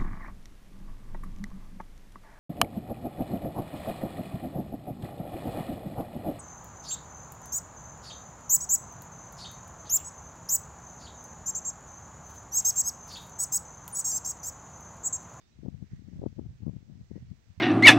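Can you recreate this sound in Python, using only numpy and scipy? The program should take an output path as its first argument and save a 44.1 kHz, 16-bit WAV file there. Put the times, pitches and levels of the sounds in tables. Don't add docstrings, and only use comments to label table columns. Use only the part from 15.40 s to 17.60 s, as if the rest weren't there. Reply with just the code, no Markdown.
import sys
import numpy as np
from scipy import signal
from scipy.fft import rfft, irfft
from scipy.io import wavfile
from scipy.ndimage import uniform_filter1d

SR = 44100
rng = np.random.default_rng(int(sys.argv[2]) if len(sys.argv) > 2 else 0)


def file_out(sig):
    cols = np.atleast_2d(sig).T
    lim = np.clip(cols, -1, 1)
    pcm = np.round(lim * 32767).astype(np.int16)
    wavfile.write(sys.argv[1], SR, pcm)


N = 97020

# frequency_hz, relative_db
LITTER_TONE = [(600, 0), (1100, 3), (2000, -1), (4000, -2), (6200, -6), (8000, -9), (9500, -24),
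               (15000, -30)]


def undb(db):
    return 10 ** (np.asarray(db) / 20)


def times():
    return np.arange(N) / SR


def unit(x):
    return x / np.sqrt(np.mean(x ** 2))


def wander(per_s):
    hold = int(SR / per_s)
    steps = np.repeat(rng.standard_normal(N // hold + 1), hold)
    return unit(uniform_filter1d(steps, hold)[:N])


def colour(x, tone):
    hz, db = np.array(tone).T
    bins_hz = np.maximum(np.arange(N // 2 + 1) * SR / N, 1)
    return irfft(rfft(x) * undb(np.interp(np.log(bins_hz), np.log(hz), db)), N)


def hiss():
    # frequency_hz, left_db, right_db
    hiss_tone = [(200, -95, -93), (500, -107, -103), (1200, -113, -110), (1900, -115, -105),
                 (3000, -119, -109), (6200, -117, -111), (7300, -127, -116), (8000, -130, -116),
                 (9000, -131, -132), (14000, -130, -130), (15200, -124, -123)]
    swell_db = .4 * wander(3)
    bins_hz = np.arange(N // 2 + 1) * SR / N
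    band = np.floor(2 * np.log2(np.maximum(bins_hz, 500)))
    out = []
    for side, trim_db in enumerate((-.3, -.4)):
        white = rfft(rng.standard_normal(N))
        air = sum(irfft(white * (band == b), N) * undb(swell_db + .8 * wander(16))
                  for b in np.unique(band))
        tone = np.array(hiss_tone)[:, [0, side + 1]]
        out.append(colour(air, tone) * np.sqrt(SR / 2) * undb(trim_db))
    return np.array(out)


def bird():
    # start_s, length_s, start_hz, end_hz, right_db, left_minus_right_db
    notes = [(-0.01, .055, 4980, 4750, -75, 0), (-0.02, .12, 3650, 3680, -73.5, -3),
             (0.06, .07, 5850, 5650, -76, -6), (0.105, .05, 3800, 4080, -76, 0),
             (1.58, .11, 3800, 3870, -83, 0), (1.73, .11, 1960, 1860, -73, -8)]
    out = np.zeros((2, N))
    for start_s, length_s, start_hz, end_hz, db, left_offset_db in notes:
        progress = np.clip((times() - start_s) / length_s, 0, 1)
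        glide_hz = start_hz + (end_hz - start_hz) * progress
        for side, gain in enumerate(undb([db + left_offset_db, db])):
            hz = glide_hz * (1 + .015 * wander(250))
            out[side] += gain * np.sin(np.pi * progress) * np.sin(2 * np.pi * np.cumsum(hz) / SR)
    return out


def grainy_noise(tone):
    return unit(colour(rng.standard_normal(N) * undb(1.5 * wander(120)), tone))


def rustles():
    # middle_s, half_length_s, level_db
    swells = [(0.25, .07, -77), (0.525, .07, -70.5), (0.72, .08, -74), (1.775, .06, -71)]
    # frequency_hz, relative_db
    rustle_tone = [(1000, -17), (1700, -10), (1920, 0), (2150, -8), (2500, -13), (3500, -20), (5600, -19),
                   (6100, -10), (6600, -21), (9000, -36)]
    # middle_s, level_db
    ticks = [(0.08, -75), (0.523, -71), (0.563, -67.5)]
    t, tick_half_s = times(), .006
    swell = sum(undb(db) * np.exp(-((t - at) / half_s) ** 2) for at, half_s, db in swells)
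    tick = sum(undb(db) * np.exp(-((t - at) / tick_half_s) ** 2) for at, db in ticks)
    left, right = (swell * grainy_noise(rustle_tone) + tick * grainy_noise(LITTER_TONE)
                   for _ in range(2))
    return np.array([undb(-8) * left, right])


def ants():
    steps_per_s, scatter_db = 600, 4.3
    flurry = undb(2 * wander(12))
    out = []
    for level_db in (-88, -79):
        size = undb(scatter_db * np.minimum(rng.exponential(size=N), 5))
        sign = np.sign(rng.standard_normal(N))
        steps = rng.random(N) < steps_per_s / SR
        out.append(undb(level_db) * unit(colour(flurry * size * sign * steps, LITTER_TONE)))
    return np.array(out)


def eddies(rows):
    out, t = np.zeros(N), times()
    for at, db, hz, phase in rows:
        near = slice(*np.searchsorted(t, [at - .04, at + .04]))
        swing = np.exp(1j * phase) / (1 - .5j * np.pi * hz * (t[near] - at)) ** 5
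        out[near] += undb(db) * swing.real
    return out


def flutter(strength, eddy_hz, gain_db):
    per_s, limit_db, reference_db, db_per_octave = 115, -40.5, -45, 24
    count = int(per_s * N / SR)
    late, size, speed, phase = rng.standard_normal((1000, 4))[:count].T
    at = (np.arange(count) + .3 * late) / per_s
    wind_db = np.minimum(np.interp(at, *np.array(strength).T), limit_db)
    octaves = np.maximum(wind_db - reference_db, -7) / db_per_octave + .28 * speed
    return eddies(zip(at, wind_db + gain_db + 2.5 * size, eddy_hz * 2 ** octaves, np.pi * phase))


def rasp(swing):
    # frequency_hz, relative_db
    rasp_tone = [(150, -3), (480, 0), (800, -9), (1300, -26), (2000, -44)]
    # time_s, gain_db
    rasp_amount = [(0.27, -17), (0.42, -21), (0.53, -32), (0.65, -19), (0.84, -16.5), (0.87, -19),
                   (1.0, -16.5), (1.3, -19), (1.76, -17), (1.9, -29)]
    slope = np.gradient(swing) * SR / (2 * np.pi * 200)
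    force = np.sqrt(np.abs(uniform_filter1d(slope ** 2, size=500)))
    gust_boost = (force / undb(-32)) ** .2
    gain = undb(np.interp(times(), *np.array(rasp_amount).T))
    return gain * force * gust_boost * unit(colour(rng.standard_normal(N), rasp_tone))


def mic_opening(pressure):
    low_hz, top_hz = 64, 1450
    w = 2 * np.pi * low_hz
    thinned = signal.lfilter(*signal.bilinear([1, 0, 0], [1, w, w * w], SR), pressure)
    return signal.sosfilt(signal.butter(4, top_hz, fs=SR, output="sos"), thinned)


def wind():
    # time_s, strength_db
    left_wind = [(0.0, -74), (0.13, -63), (0.26, -34), (0.4, -47), (0.43, -36), (0.49, -64), (0.53, -35),
                 (0.56, -49), (0.87, -36), (0.96, -48), (0.98, -35), (1.16, -52), (1.17, -68), (1.21, -39),
                 (1.3, -35), (1.45, -54), (1.48, -43), (1.62, -45), (1.68, -65), (1.71, -36), (1.85, -52),
                 (1.92, -42), (2.03, -68), (2.11, -47), (2.15, -71), (2.2, -44)]
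    # time_s, strength_db
    right_wind = [(0.0, -72), (0.19, -64), (0.22, -69), (0.47, -69), (0.53, -42), (0.62, -68), (0.7, -67),
                  (0.77, -43), (0.98, -65), (1.08, -46), (1.33, -60), (1.41, -60), (1.47, -64), (1.65, -52),
                  (1.71, -72), (1.82, -44), (1.95, -68), (2.14, -69), (2.2, -37)]
    # middle_s, peak_db, pitch_hz, side (0 left, 1 right)
    thumps = [(0.19, -38, 170, 0), (0.2333, -32, 230, 0), (0.2528, -29, 130, 0), (0.2612, -29, 350, 0),
              (0.2691, -30, 160, 0), (0.285, -19.5, 172, 0), (0.3463, -29, 100, 0), (0.4266, -28, 145, 0),
              (0.5343, -29.5, 100, 0), (0.5353, -36, 100, 1), (0.594, -36, 150, 0), (0.622, -37, 170, 0),
              (0.6855, -29.5, 155, 0), (0.7351, -30, 135, 0), (0.7945, -27.5, 155, 0),
              (0.7972, -36, 100, 1), (0.8189, -27, 320, 0), (0.8315, -28, 300, 0), (0.8389, -22, 330, 0),
              (0.8635, -15.5, 240, 0), (0.872, -27, 100, 0), (0.9286, -33, 140, 0), (0.9842, -30, 180, 0),
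              (0.9895, -29, 380, 0), (0.9931, -21, 265, 0), (1.0151, -31, 160, 0), (1.0633, -29, 125, 0),
              (1.092, -33, 90, 1), (1.2227, -31, 125, 0), (1.233, -29, 130, 0), (1.2674, -17.5, 170, 0),
              (1.2805, -19, 160, 0), (1.2937, -21, 135, 0), (1.3349, -31, 150, 0), (1.3653, -27, 130, 0),
              (1.429, -38, 150, 0), (1.4993, -30.5, 150, 0), (1.6117, -33, 110, 0), (1.7144, -27.5, 200, 0),
              (1.7575, -32, 230, 0), (1.7638, -26, 160, 0), (1.778, -35, 280, 0), (1.8263, -29.5, 110, 1),
              (1.9155, -29, 115, 0), (2.104, -36, 85, 0), (2.1793, -36, 120, 1)]
    soft = [flutter(left_wind, eddy_hz=108, gain_db=3), flutter(right_wind, eddy_hz=98, gain_db=3.5)]
    out = []
    for side in range(2):
        hard = eddies((at, db, hz, 0) for at, db, hz, hit_side in thumps if hit_side == side)
        swing = soft[side] + hard
        out.append(mic_opening(swing + rasp(swing)))
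    return np.array(out)


def scene():
    return hiss() + ants() + rustles() + bird() + wind()


def record(dry):
    top_hz = 15750
    return signal.sosfilt(signal.ellip(10, .2, 70, top_hz, fs=SR, output="sos"), dry)


dry = scene()
out = record(dry)
file_out(out)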